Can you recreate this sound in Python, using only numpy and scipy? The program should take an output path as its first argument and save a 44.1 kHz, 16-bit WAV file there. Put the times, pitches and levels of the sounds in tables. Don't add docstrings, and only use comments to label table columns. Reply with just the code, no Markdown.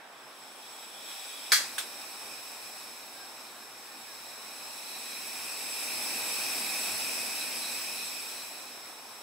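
import sys
import numpy as np
from scipy import signal
from scipy.fft import rfft, irfft, next_fast_len
from scipy.io import wavfile
from scipy.ndimage import uniform_filter1d, map_coordinates

SR = 44100
rng = np.random.default_rng(int(sys.argv[2]) if len(sys.argv) > 2 else 0)


def convert_level_to_amplitude(level_db):
    exponent = np.asarray(level_db, float) / 20
    return 10 ** exponent


def transcribe(signal):
    frames = np.atleast_2d(signal).T
    limited = np.clip(frames, -1, 1)
    pcm = np.round(limited * 32767).astype(np.int16)
    wavfile.write(sys.argv[1], SR, pcm)


N = 406602
LIT_S = 1.52


def unit(x):
    return x / np.sqrt(np.mean(x ** 2) + 1e-20)


def along(points, hz):
    f, v = np.transpose(points)
    return np.interp(np.log(hz + 1), np.log(f + 1), v)


def wobble(rate):
    knots = rng.standard_normal(int(N * rate / SR) + 4)
    return map_coordinates(knots, [np.arange(N) * rate / SR])


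def peaks(modes, hz):
    return sum(convert_level_to_amplitude(2 * db) * (hz * width) ** 2 / ((centre ** 2 - hz ** 2) ** 2 + (hz * width) ** 2)
               for centre, width, db in modes)


def rush(power, patchy_db):
    z = rng.standard_normal((2, 257, N // 256 + 3, 2)) @ [1, 1j]
    field = uniform_filter1d(rng.standard_normal(z.shape[1:]), size=5, axis=0)
    field = uniform_filter1d(field, size=14, axis=1)
    pair = signal.istft(z * convert_level_to_amplitude(patchy_db * unit(field)), window="cosine", nperseg=512)[1][:, :N]
    m = next_fast_len(N + 8192, True)
    coarse = np.linspace(0, SR / 2, SR // 8)
    fine = np.fft.rfftfreq(m, 1 / SR)
    gain = [np.interp(fine, coarse, np.sqrt(p)) for p in power(coarse)]
    mid, side = irfft(rfft(pair, m) * gain, m)[:, :N]
    return np.array([mid + side, mid - side]) / np.std(mid)


# (f/Hz, width/Hz, level/dB)
AIR_MODES = [(235, 45, -3), (630, 50, -5), (775, 50, -1), (880, 60, -4), (1085, 50, -4)]


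def spread(spectrum, side_db):
    def power(hz):
        mid = convert_level_to_amplitude(2 * along(spectrum, hz)) * (1 + 1.45 * peaks(AIR_MODES, hz))
        return mid * np.array([hz * 0 + 1, convert_level_to_amplitude(2 * along(side_db, hz))])
    return power


# (t/s, level/dB)
VALVE_FLOW = [(0, -65.5), (.2, -60.5), (.79, -51.5), (.97, -53), (1.1, -48), (1.6, -46.5), (2.8, -48),
              (3.05, -51), (3.75, -52.5), (4.6, -48), (5.0, -44.5), (5.65, -41), (6.0, -38), (6.75, -36.5),
              (7.76, -40), (8.4, -44.5), (8.8, -50.5), (9.22, -52)]


def valve():
    t, level_db = np.transpose(VALVE_FLOW)
    return np.interp(np.arange(N) / SR, t, level_db)


def flow_gain(jet_db):
    return convert_level_to_amplitude(jet_db + 3 + 0.33 * wobble(6) + 0.26 * wobble(18))


# (f/Hz, level/dB per Hz)
JET_FRONT = [(500, -29), (1200, -5.5), (2000, 0.5), (3000, -3), (4700, -3), (5900, -1), (6600, -6.5),
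             (7200, -3.5), (8700, -1), (10200, -2), (12000, -5.5), (14000, -4), (14600, -8), (16000, -2.5)]
JET_SIDE = [(500, -57), (1200, -11), (2000, -16), (3050, -5), (4500, -9), (6000, -6), (6700, -14),
            (8600, -3), (11000, -8.5), (15000, -15), (16000, -14)]
# (f/Hz, width/Hz, level/dB at low flow, level/dB at full flow)
HEAD_MODES = [(2320, 70, 4, 6), (2390, 45, 6, 7), (2450, 35, 9, 12), (2535, 40, 8, 14), (2638, 50, 2, 9),
              (3400, 120, 1, -2), (3725, 60, 8, 5), (3905, 120, 8, 5), (4190, 70, 3, 3), (4540, 120, -2, 0),
              (4880, 120, -5, 3), (5125, 50, -2, 9), (5190, 35, 14, 9), (5340, 30, 11, 9),
              (5430, 30, 12, 9), (5490, 40, 5, 2), (5572, 40, 8, 11), (5830, 50, -2, 3), (7580, 60, 1, 4),
              (7730, 35, 7, 8), (7835, 70, 11, 10), (7920, 45, 9, 7), (8080, 90, 5, 9), (8200, 30, 2, 10),
              (8300, 50, -3, 4), (9150, 80, -2, 3), (9615, 90, 3, 8), (10900, 150, -3, 4),
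              (11400, 300, -5, 1), (12900, 120, 0, 0)]
# (f/Hz, width/Hz, level/dB at low flow, level/dB at full flow)
FLANK_MODES = [(2210, 170, 0, -3.5), (2460, 130, 3, 7.5), (3850, 350, 0.5, -3), (5240, 91, 9.5, 10.5),
               (5480, 110, 10, 8.5), (7750, 170, 5.5, 7.5), (9300, 460, -5, -4), (9900, 330, -11, -3.5),
               (13600, 1500, -8, -5)]


def port_hiss(jet_db):
    low_db, full_db = -50, -41
    knots = rng.standard_normal((2, 1100))

    def comb_db(hz, k):
        return 3 * np.interp(hz / 22, np.arange(1100), knots[k])

    def colour(col):
        front = np.array(HEAD_MODES)[:, [0, 1, col]]
        flanks = np.array(FLANK_MODES)[:, [0, 1, col]]
        return lambda hz: [
            convert_level_to_amplitude(2 * (along(JET_FRONT, hz) + comb_db(hz, 0))) + peaks(front, hz),
            convert_level_to_amplitude(2 * comb_db(hz, 1)) * (convert_level_to_amplitude(2 * along(JET_SIDE, hz)) + peaks(flanks, hz))]

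    flow = np.clip((jet_db - low_db) / (full_db - low_db), 0, 1)
    low = rush(colour(2), patchy_db=1.0)
    full = rush(colour(3), patchy_db=0.98)
    return np.sqrt(1 - flow) * low + np.sqrt(flow) * full


# (f/Hz, width/Hz, level/dB)
TUBE_MODES = [(2400, 50, 1), (2525, 40, 0), (3130, 200, -1), (3380, 150, 2), (3560, 150, 0), (3830, 50, 2),
              (4700, 300, -4), (5270, 40, -2), (5430, 40, 1), (7722, 45, 4), (7825, 45, 4), (9250, 50, 2)]


def mixing_tube():
    since_lit = np.clip(np.arange(N) / SR - LIT_S, 0, None)
    cold_db = -5 - 280 * since_lit
    return convert_level_to_amplitude(cold_db) * rush(lambda hz: peaks(TUBE_MODES, hz) ** 2 * convert_level_to_amplitude([[0], [-8]]), patchy_db=2.0)


# (f/Hz, level/dB per Hz)
TRAFFIC = [(30, -50), (90, -27), (160, -20), (210, -8.5), (350, -4), (550, -3), (780, 0), (1100, -1),
           (1500, -3), (2000, -7.5), (2800, -10.5), (4200, -16.5), (8000, -26), (16000, -34)]
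# (f/Hz, side over mid level/dB)
TRAFFIC_SIDE = [(60, -28), (200, -24), (380, -15), (700, -9.5), (1300, -6.5), (2400, -1), (4400, -3),
                (15000, -4)]
# (f/Hz, width/Hz, level/dB)
ENGINE = (134, 18, -81.5)


def outdoors():
    hz, width, engine_db = ENGINE
    note = rush(lambda f: peaks([(hz, width, 0)], f) ** 2 * convert_level_to_amplitude([[0], [-60]]), patchy_db=2.5)
    traffic_db = -51.5 + .5 * wobble(2)
    traffic = convert_level_to_amplitude(traffic_db) * rush(spread(TRAFFIC, TRAFFIC_SIDE), patchy_db=0.88)
    return traffic + convert_level_to_amplitude(engine_db) * note


# (t/s, length/s, from f/Hz, to f/Hz, level/dB)
BIRD_NOTES = [
    (.2, .07, 1620, 1600, -63),
    (3.145, .05, 1580, 1620, -58),
    (3.19, .065, 1625, 1570, -55),
    (3.87, .09, 1780, 1830, -62),
    (4.06, .08, 1760, 1590, -60),
]


def bird():
    out = np.zeros(N + SR)
    for s, length, from_hz, to_hz, db in BIRD_NOTES:
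        u = np.arange(round(length * SR)) / (length * SR)
        cycles = np.cumsum(from_hz + (to_hz - from_hz) * u) / SR
        swell = np.sin(np.pi * u) ** 0.55
        out[round(s * SR):][:len(u)] += convert_level_to_amplitude(db + 4) * swell * np.sin(2 * np.pi * cycles)
    return out[:N]


# (f/Hz, t60/s)
CASE_T60 = [(100, .3), (500, 0.18), (1300, 0.46), (3500, 0.38), (9000, 0.38), (15000, .25)]
# (f/Hz, likeness 0..1)
CASE_ALIKE = [(200, .98), (550, 1), (1650, 0.55), (5000, 0.23), (15000, 0.32)]
# (f/Hz, level/dB, t60/s)
PANEL_MODES = [(1230, -26, .25), (1515, -25, .2), (1565, -22, .3), (1629, -21, .27), (1686, -21, .3),
               (1971, -25, .36), (2285, -19, .25), (2713, -32, .5), (3316, -20, .35), (4048, -24, .21),
               (4325, -23, .25), (4362, -20, .3), (4421, -23, .25), (4539, -25, .5), (4794, -20, .35),
               (4823, -23, .3), (4942, -24, .5), (5642, -26, .4), (5700, -25, .3), (7359, -28, .35),
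               (9545, -24, .15), (9625, -23, .23)]


def steel_shimmer(colour, stretch, t):
    noise = rng.standard_normal((2, len(t)))
    hz, frames, z = signal.stft(noise, SR, nperseg=256, noverlap=192)
    turn = np.arccos(np.clip(along(CASE_ALIKE, hz), 0, 1))[:, None] / 2
    mid, side = z[0] * np.cos(turn), z[1] * np.sin(turn)
    dying_db = -60 * frames / (stretch * along(CASE_T60, hz)[:, None])
    shaped = np.array([mid + side, mid - side]) * convert_level_to_amplitude(along(colour, hz)[:, None] + dying_db)
    shimmer = signal.istft(shaped, SR, nperseg=256, noverlap=192)[1][:, :len(t)]
    return shimmer / np.std(shimmer[:, :800]) * (1 - np.exp(-t / 0.00048))


def panel_ring(stretch, t):
    ring = 0
    for hz, level, t60 in PANEL_MODES:
        level_db = level + rng.normal(0, 0.65, (2, 1)) - 60 * t / (stretch * t60)
        phase = rng.random() + rng.normal(0, 0.21, (2, 1))
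        ring = ring + convert_level_to_amplitude(level_db) * np.sin(2 * np.pi * (hz * t + phase))
    return ring * (1 - np.exp(-t / 0.00057))


def blows(table, colour, stretch):
    out = np.zeros((2, N + SR))
    t = np.arange(SR // 4) / SR
    for s, shimmer_db, contact_hz, contact_db, ring_db in table:
        cycles = contact_hz * t
        contact = np.sin(2 * np.pi * cycles) * np.exp(-((cycles - 1.7) / 0.87) ** 2)
        blow = convert_level_to_amplitude(contact_db) * contact + convert_level_to_amplitude(shimmer_db) * steel_shimmer(colour, stretch, t)
        out[:, round(s * SR):][:, :len(t)] += blow + convert_level_to_amplitude(ring_db) * panel_ring(stretch, t)
    return out[:, :N]


# (f/Hz, level/dB per Hz)
CASE_COLOUR = [(60, -50), (250, -36), (450, -15), (900, -24), (1200, -7.5), (1700, -4), (2250, -3),
               (2550, -15), (3400, -8), (4400, 0.5), (5200, -8), (5800, -3), (9600, -8), (15800, -14)]
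# (t/s, shimmer level/dB, contact f/Hz, contact level/dB, panel ring level/dB)
HAMMER_BLOWS = [
    (1.5193, -23, 2030, -12, -6.5),
    (1.5196, -39, 4380, -8, -23),
    (1.5237, -23, 1760, -11, -15.5),
    (1.5335, -28, 1700, -12, -14.5),
    (1.519, -60, 90, -59, -50),
    (1.527, -60, 430, -42, -52),
    (1.605, -60, 520, -38, -50),
]


def igniter_hammer():
    return blows(HAMMER_BLOWS, CASE_COLOUR, stretch=0.89) * convert_level_to_amplitude([[.4], [-.4]])


# (f/Hz, level/dB per Hz)
ROAR = [(130, -62), (170, -9.5), (220, -0.5), (370, -2), (600, 0), (850, 0), (1300, -4.5), (2000, -14),
        (3000, -40)]
# (f/Hz, side over mid level/dB)
ROAR_SIDE = [(200, -46), (500, -23), (1000, -15), (2000, -6)]
# (f/Hz, level/dB per Hz)
RUMBLE = [(20, -60), (45, -34), (65, -11), (90, -2), (125, -1), (150, -25), (200, -31)]


def flame(jet_db):
    since_lit = np.clip(np.arange(N) / SR - LIT_S, 0, None)
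    over_db = 1.53 * np.logaddexp(0, (jet_db + 48) / 1.47)
    whoomp_db = 5 * np.exp(-since_lit / 0.11)
    flutter = wobble(9)
    roar_db = -60.5 + 1.266 * over_db + whoomp_db + 0.2 * flutter
    rumble_db = -79 + 0.88 * over_db + whoomp_db + 1.8 * flutter
    roar = convert_level_to_amplitude(roar_db) * rush(spread(ROAR, ROAR_SIDE), patchy_db=0.5)
    rumble = convert_level_to_amplitude(rumble_db) * rush(spread(RUMBLE, [(100, -36)]), patchy_db=0)
    catching = np.clip(since_lit / .024, 0, 1)
    return catching * (roar + rumble)


# (f/Hz, level/dB per Hz)
SPINDLE_COLOUR = [(60, -50), (900, -36), (1500, 0), (2000, -14), (2600, -5), (3000, -10), (3400, 0),
                  (4000, -8), (5000, -13), (6500, -11), (8200, -6), (9600, -7), (10500, -14), (15800, -14)]
# (t/s, shimmer level/dB, contact f/Hz, contact level/dB, panel ring level/dB)
KNOB_BLOWS = [
    (1.781, -30.5, 1524, -27, -35),
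    (1.7815, -45, 3300, -27, -40),
    (1.7828, -38, 1530, -30, -32),
    (1.7865, -46, 8600, -26, -32),
    (7.415, -46, 4000, -36, -50),
    (7.635, -48, 4000, -28, -50),
]


def knob():
    return blows(KNOB_BLOWS, SPINDLE_COLOUR, stretch=.48)


# (t/s, length/s, level/dB over the jet)
FLARES = [
    (4.27, 0.58, -14),
    (4.87, .11, -9),
    (5.05, 0.17, -10),
    (7.41, .02, -8),
    (7.63, .03, -6.5),
    (7.7, 0.17, -16),
    (7.97, 0.12, -9.5),
    (8.3, .4, -13),
]
# (f/Hz, width/Hz, level/dB)
PORT_MODES = [(3520, 42, -8.5), (3950, 32, 4), (4000, 130, 2), (4200, 100, 0.5)]


def port_whistle():
    t = np.arange(N) / SR
    gain = 0
    for s, length, db in FLARES:
        outside_s = np.clip(np.maximum(s - t, t - s - length), 0, None)
        gain = gain + convert_level_to_amplitude(db - 350 * outside_s)
    return gain * rush(lambda hz: peaks(PORT_MODES, hz) ** 2 * convert_level_to_amplitude([[0], [-14]]), patchy_db=.8)


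def scene():
    jet_db = valve()
    gas = flow_gain(jet_db) * (port_hiss(jet_db) + mixing_tube() + port_whistle())
    stove = gas * convert_level_to_amplitude([[-.25], [.25]]) + flame(jet_db)
    igniter = igniter_hammer() + knob()
    return stove + igniter + bird() + outdoors() * convert_level_to_amplitude([[-.3], [.3]])


def low_pass(x):
    return signal.sosfilt(signal.butter(12, 16800, fs=SR, output="sos"), x)


def record(dry):
    m = next_fast_len(N, True)
    passband = np.fft.rfftfreq(m, 1 / SR) < 15730
    limited = irfft(rfft(dry, m) * passband, m)[:, :N]
    return low_pass(limited)


dry = scene()
out = record(dry)
transcribe(out)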